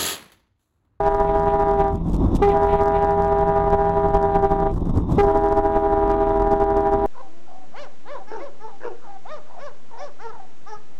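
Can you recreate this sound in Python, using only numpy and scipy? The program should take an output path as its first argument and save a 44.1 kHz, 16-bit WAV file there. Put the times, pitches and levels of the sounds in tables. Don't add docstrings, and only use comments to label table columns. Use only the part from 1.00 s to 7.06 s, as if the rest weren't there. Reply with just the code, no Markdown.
import sys
import numpy as np
from scipy import signal
from scipy.fft import rfft, irfft, next_fast_len
from scipy.io import wavfile
from scipy.ndimage import uniform_filter1d, minimum_filter1d, map_coordinates

SR = 44100
rng = np.random.default_rng(int(sys.argv[2]) if len(sys.argv) > 2 else 0)


def wav_record(signal):
    frames = np.transpose(np.atleast_2d(signal))
    bounded = np.clip(frames, -1, 1)
    quanta = np.round(bounded * 32767).astype(np.int16)
    wavfile.write(sys.argv[1], SR, quanta)


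N = 267246
KICK_DB, KICK_S = 6, 0.06


def horns():
    age, fade_db, sag_hz, bright_db, rise_s = valve()
    settled = ramp(age / rise_s) ** 2
    drain_hz = 1.4 * age
    scoop_hz = 3.5 * np.exp(-.5 * ((age - .098) / .03) ** 2)
    high_hz = 404.9 - drain_hz - sag_hz - scoop_hz
    low_hz = 324.2 + 8 * (1 - settled ** 2) - .15 * sag_hz
    high = high_trumpet(high_hz, age, fade_db, bright_db)
    low = low_trumpet(low_hz, age, fade_db - .5 * sag_hz, bright_db, settled)
    air = escaping_air(age)
    attack = ramp(age / .016)
    return attack * (high + low + amp(fade_db) * (rasp_flares(high_hz, low_hz) + air))


def valve():
    # opens t/s, shuts t/s, release T60/s, starts to ease t/s, fully eased t/s,
    # pitch sag/Hz, spectral tilt/(dB per octave), low trumpet's rise time/s
    blasts = np.array([(-.2, 0.891, 0.29, .6, 0.97, 7.5, 1.5, 0.093),
                       (1.415, 3.683, .14, 2.99, 3.53, 4.8, 1.6, .17),
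                       (4.176, 6.3, .12, 4.3, 6, 1.1, 0, .11)])
    t = np.arange(N) / SR
    current = np.maximum(np.searchsorted(blasts[:, 0], t) - 1, 0)
    opens, shuts, t60, ease_from, ease_to, sag_hz, bright_db, rise_s = blasts[current].T
    fade_db = -60 * np.maximum(t - shuts, 0) / t60
    eased = ramp((t - ease_from) / (ease_to - ease_from))
    return np.abs(t - opens), fade_db, sag_hz * eased, bright_db + .2 * fade_db, rise_s


def high_trumpet(hz, age, fade_db, bright_db):
    # harmonic number, relative level/dB
    harmonics = [(1, 3), (2, 0.75), (3, -12.5), (4, -53), (5, -46), (6, -58.5), (7, -57.5), (8, -51),
                 (9, -49)]
    # t/s, level/dB
    spit_events = [(1.431, -29), (1.455, -35), (4.201, -30)]
    # f/Hz, relative level/dB
    spit_spectrum = [(500, -12.5), (1250, 13), (1650, -3), (2020, 6.5), (2500, -5), (3800, -10),
                     (5000, -20), (14000, -36.5)]
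    kick = np.exp(-age / KICK_S)
    tone = trumpet(hz, harmonics, bright_db - 5 * kick, fundamental_db=0,
                   flutter_db=1, rasp_db=-25, dispersion=.64)
    spit = buzz(hz, spit_spectrum, jitter=.018, noise_share=.3)
    spit_envelope = bumps([(s, .011, amp(db)) for s, db in spit_events])
    return amp(fade_db) * (amp(-20.5 + KICK_DB * kick) * tone + spit * spit_envelope)


def low_trumpet(hz, age, fade_db, bright_db, settled):
    # harmonic number, relative level/dB
    harmonics = [(1, -11), (2, 5.5), (3, 2), (4, -29), (5, -36), (6, -37.5), (7, -50), (8, -50), (9, -54.5)]
    # t/s, level/dB
    fundamental_boost = [(0, 2.5), (2.7, -6.5), (3.5, 10.5), (4.5, 11.5), (6.06, 11)]
    fundamental_db, = curves(fundamental_boost)
    tone = trumpet(hz, harmonics, bright_db + 4.5 * (1 - settled), fundamental_db,
                   flutter_db=.5, rasp_db=-21, dispersion=.3)
    return settled * amp(-24 + KICK_DB * np.exp(-age / KICK_S) + fade_db) * tone


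def trumpet(hz, harmonics, bright_db, fundamental_db, flutter_db, rasp_db, dispersion, jitter=.0025):
    # f/Hz, relative level/dB
    puff_spectrum = [(300, -9.5), (900, 8), (1400, -6), (1900, -12), (2500, -21.5), (3600, -18),
                     (4500, -33), (12000, -58.5)]
    phase = 2 * np.pi * np.cumsum(hz * (1 + jitter * wobble(120))) / SR
    wave, power = np.zeros(N), np.zeros(N)
    for k, db in harmonics:
        strength = amp(db + fundamental_db * (k == 1) + bright_db * np.log2(k))
        power += strength ** 2 / 2
        flutter = amp(flutter_db * np.sqrt(k) * wobble(14))
        wave += strength * flutter * np.cos(k * phase + dispersion * k * k)
    puffs = (1 + np.cos(phase)) * noise(puff_spectrum, grain_db=2)
    return -(wave / np.sqrt(power) + amp(rasp_db) * puffs)


def rasp_flares(high_hz, low_hz):
    # f/Hz, relative level/dB
    spectrum = [(1200, -18), (2100, 6), (3000, -2.5), (3900, -5.5), (4600, -23.5), (12000, -33.5)]
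    # t/s, level/dB
    bursts = [(0.289, -49), (0.499, -47.5), (.81, -49), (1.511, -43), (1.711, -47.5), (1.781, -44.5),
              (1.96, -47), (2.73, -51.5), (3.16, -53.5), (3.349, -51.5), (5.121, -51)]
    rasp = unit(sum(buzz(hz, spectrum, jitter=.003, noise_share=.29) for hz in (high_hz, low_hz)))
    return rasp * (amp(-65.5 + 6.1 * wobble(17)) + bumps([(s, .017, amp(db)) for s, db in bursts]))


def buzz(hz, spectrum, jitter, noise_share):
    cycles = np.cumsum(hz * (1 + jitter * wobble(300))) / SR
    pulses = np.sinc((cycles % 1 - .5) * SR / hz / 2) * amp(2 * wobble(300))
    pitched = unit(coloured(pulses - pulses.mean(), spectrum))
    return np.sqrt(1 - noise_share) * pitched + np.sqrt(noise_share) * noise(spectrum, grain_db=4.5)


def escaping_air(age):
    # f/Hz, relative level/dB
    spectrum = [(2000, -20), (3600, 2), (4300, -3), (5500, -1), (8000, -6), (11000, -11), (15000, -9.5)]
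    rush_db = 7.5 * np.exp(-age / .46)
    return amp(-68.5 + rush_db + 1.9 * wobble(12)) * noise(spectrum, grain_db=5.5)


def buffeting():
    # t/s, relative suction
    buffets = [(.073, .24), (0.209, .3), (.359, .2), (.808, .29), (1.743, .3), (1.814, .24), (2.738, .33),
               (2.975, 0.18), (3.157, 0.34), (3.248, 0.21), (3.364, 0.22), (3.448, 0.39), (3.525, .34),
               (4.365, 0.36), (4.584, .4), (4.658, 0.24), (4.768, .28), (5.223, 0.22), (5.529, .31),
               (5.621, 0.3), (5.777, 0.22), (5.941, .32)]
    # f/Hz, relative level/dB
    spectrum = [(5, -30), (10, -10), (13.3, 0), (16, -6), (35, -22), (120, -70), (400, -120)]
    width_s, gap_s = .012, .033
    flutter = .13 * np.tanh(noise(spectrum, grain_db=0))
    lulls = np.minimum(bumps([(s, .03, 1) for s, _ in buffets]), 1)
    suction = bumps([(s, width_s, size) for s, size in buffets])
    push_before = bumps([(s - gap_s, width_s, .67 * size) for s, size in buffets])
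    push_after = bumps([(s + .94 * gap_s, width_s, .46 * size) for s, size in buffets])
    return (1 - lulls) * flutter + push_before - suction + push_after


def engine():
    # t/s, f/Hz
    shaft_speed = [(0, 28.1), (1.5, 28.4), (3, 28.5), (4, 28.5), (4.7, 28.2), (6.06, 28.1)]
    # t/s, level/dB
    load = [(0, -4.5), (1.2, -0.5), (3, 2), (4.5, 0)]
    # multiple of shaft speed, early relative level/dB, late relative level/dB
    orders = [(3, -35.5, -40.5), (6, -34, -61), (8, -49.5, -39), (9, -72.5, -48.5), (10, -51.5, -41)]
    shaft_hz, = curves(shaft_speed)
    load_db, = curves(load)
    late, = curves([(4.1, .028), (4.55, .99)])
    phase = 2 * np.pi * np.cumsum(shaft_hz * (1 + .014 * wobble(30))) / SR
    drone = np.zeros(N)
    for k, early_db, late_db in orders:
        level_db = early_db + late * (late_db - early_db) + 2 * wobble(16)
        drone += amp(level_db) * np.sin(k * phase + rng.uniform(0, 2 * np.pi))
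    return np.sqrt(2) * amp(load_db) * drone


def driveline(hz, db):
    swell_db = 2.5 * wobble(12)
    phase = 2 * np.pi * np.cumsum(hz * (1 + .025 * wobble(12))) / SR
    return np.sqrt(2) * amp(db + swell_db) * np.sin(phase)


def road():
    # t/s, boom level/dB, drone level/dB
    levels = [(0, -28.5, -37), (.7, -29, -34), (1, -31, -35), (1.33, -32, -28.5), (1.6, -29, -35),
              (3, -24, -37), (3.85, -21.5, -32), (4.05, -29.5, -33.5), (4.15, -22, -28.5), (4.5, -29, -36),
              (6.06, -29, -35)]
    # f/Hz, relative level/dB
    boom_spectrum = [(15, 6.5), (30, 20.5), (50, 2.5), (65, 4), (110, 3), (180, -9), (400, -33.5),
                     (1000, -57.5), (6000, -120)]
    # f/Hz, relative level/dB
    drone_spectrum = [(60, -6.5), (150, 1.5), (310, 6), (480, -9.5), (1050, -12.5), (1500, -38),
                      (2400, -45), (3250, -44), (3600, -34.5), (4300, -54), (5500, -48), (8000, -60),
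                      (15000, -70)]
    boom_db, drone_db = curves(levels)
    lumps_db = 1.2 * wobble(18)
    boom = amp(boom_db + lumps_db) * noise(boom_spectrum, grain_db=-.5)
    drone = amp(drone_db + lumps_db) * noise(drone_spectrum, grain_db=0)
    return boom + drone


def gusts():
    # t/s, half-width/s, thump level/dB, hiss level/dB
    hits = [(0.944, 0.02, -23.5, -61.5), (1.069, .018, -28, -63.5), (1.139, 0.027, -30, -58.5),
            (1.278, .035, -24.5, -69.5), (1.365, 0.011, -29, -51), (3.758, .03, -22.5, -60),
            (3.879, .018, -21, -60), (3.98, .018, -16, -58), (4.129, 0.02, -25, -56.5)]
    # f/Hz, relative level/dB
    hiss_spectrum = [(1000, -10), (2200, -4), (3600, 2), (4300, -3), (5500, 0), (8000, -2), (11000, -9),
                     (15000, -12)]
    # f/Hz, relative level/dB
    thump_spectrum = [(20, -6), (45, 0), (110, -1), (250, -11), (500, -25), (1100, -31),
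                      (2000, -55), (6000, -120)]
    thumps = noise(thump_spectrum, grain_db=0) * bumps([(s, width, amp(db)) for s, width, db, _ in hits])
    hiss = noise(hiss_spectrum, grain_db=5.5) * bumps([(s, width, amp(db)) for s, width, _, db in hits])
    return thumps + hiss


def microphone(x, bend, low_hz):
    bent = (1 - np.exp(-bend * x)) / bend
    return filtered(bent, lambda hz: (1j * hz / (low_hz + 1j * hz)) ** 2)


def gain_control(x, target_db, boost_db, attack_s, release_s):
    hop = 128
    power = np.abs(uniform_filter1d(x ** 2, size=441))[::hop]
    wanted_db = np.minimum(target_db - 10 * np.log10(power + 1e-9), boost_db)
    gain_db = [0]
    for goal in wanted_db[:-1]:
        lag_s = attack_s if goal < gain_db[-1] else release_s
        gain_db.append(gain_db[-1] + (goal - gain_db[-1]) * hop / SR / lag_s)
    return x * amp(np.interp(np.arange(N), np.arange(len(wanted_db)) * hop, gain_db))


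def limiter(x, ceiling):
    needed = np.minimum(1, ceiling / (np.abs(x) + 1e-9))
    return x * uniform_filter1d(minimum_filter1d(needed, size=133), size=133)


def crackle(x, depth, tick_db, fizz_db):
    # f/Hz, gain/dB
    spectrum = [(1000, -11), (2000, -1.5), (3500, -6), (4200, -3), (4700, 4.5), (7000, -3.5), (10000, -12),
                (15000, -15.5)]
    troughs = signal.find_peaks(-x, height=.2)[0]
    scatter_db = 6 * np.minimum(rng.standard_normal(N), 1.5)
    nearness = np.minimum(-x[troughs] / depth, 1) ** 7
    ticks = np.zeros(N)
    ticks[troughs] = amp(tick_db + scatter_db[troughs]) * nearness
    fizz = amp(fizz_db + 3.4 * wobble(24)) * np.minimum(x, 0) ** 2 * rng.standard_normal(N)
    return coloured(ticks + fizz, spectrum)


def amp(db):
    return 10 ** (np.asarray(db) / 20)


def unit(x):
    return x / np.sqrt(np.mean(x ** 2) + 1e-20)


def ramp(x):
    return np.sin(np.pi / 2 * np.clip(x, 0, 1)) ** 2


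def curves(rows):
    times, *columns = np.transpose(rows)
    return [np.interp(np.arange(N) / SR, times, column) for column in columns]


def wobble(rate):
    end = N * rate / SR
    grid = np.arange(0, end + 1, 1 / 8)
    knots = rng.standard_normal(int(end) + 4)
    return np.interp(np.linspace(0, end, N), grid, map_coordinates(knots, [grid]))


def bumps(rows):
    t, pulses = np.arange(N) / SR, np.zeros(N)
    for s, width, height in rows:
        near = slice(*np.searchsorted(t, [s - 6 * width, s + 6 * width]))
        pulses[near] += height * np.exp(-.5 * ((t[near] - s) / width) ** 2)
    return pulses


def filtered(x, response):
    size = next_fast_len(N + SR // 2)
    return irfft(rfft(x, size) * response(np.fft.rfftfreq(size, 1 / SR)), size)[:N]


def coloured(x, spectrum):
    f, db = np.transpose(spectrum)
    return filtered(x, lambda hz: amp(np.interp(np.log(hz + 1), np.log(f), db)))


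def noise(spectrum, grain_db):
    return unit(coloured(rng.standard_normal(N) * amp(grain_db * wobble(400)), spectrum))


def scene():
    cab = horns() + engine() + driveline(hz=47.17, db=-29.5) + road() + gusts() + buffeting()
    fade_in, = curves([(0, 0), (.004, 1)])
    return (cab * fade_in)[None]


def record(dry):
    x = microphone(dry[0], bend=1.97, low_hz=32)
    x = gain_control(x, target_db=-17, boost_db=18, attack_s=.094, release_s=.3)
    x = limiter(x, ceiling=.46)
    x = x + crackle(x, depth=.43, tick_db=-29.5, fizz_db=-41)
    return filtered(x, lambda hz: hz < 15200)[None]


dry = scene()
out = record(dry)
wav_record(out)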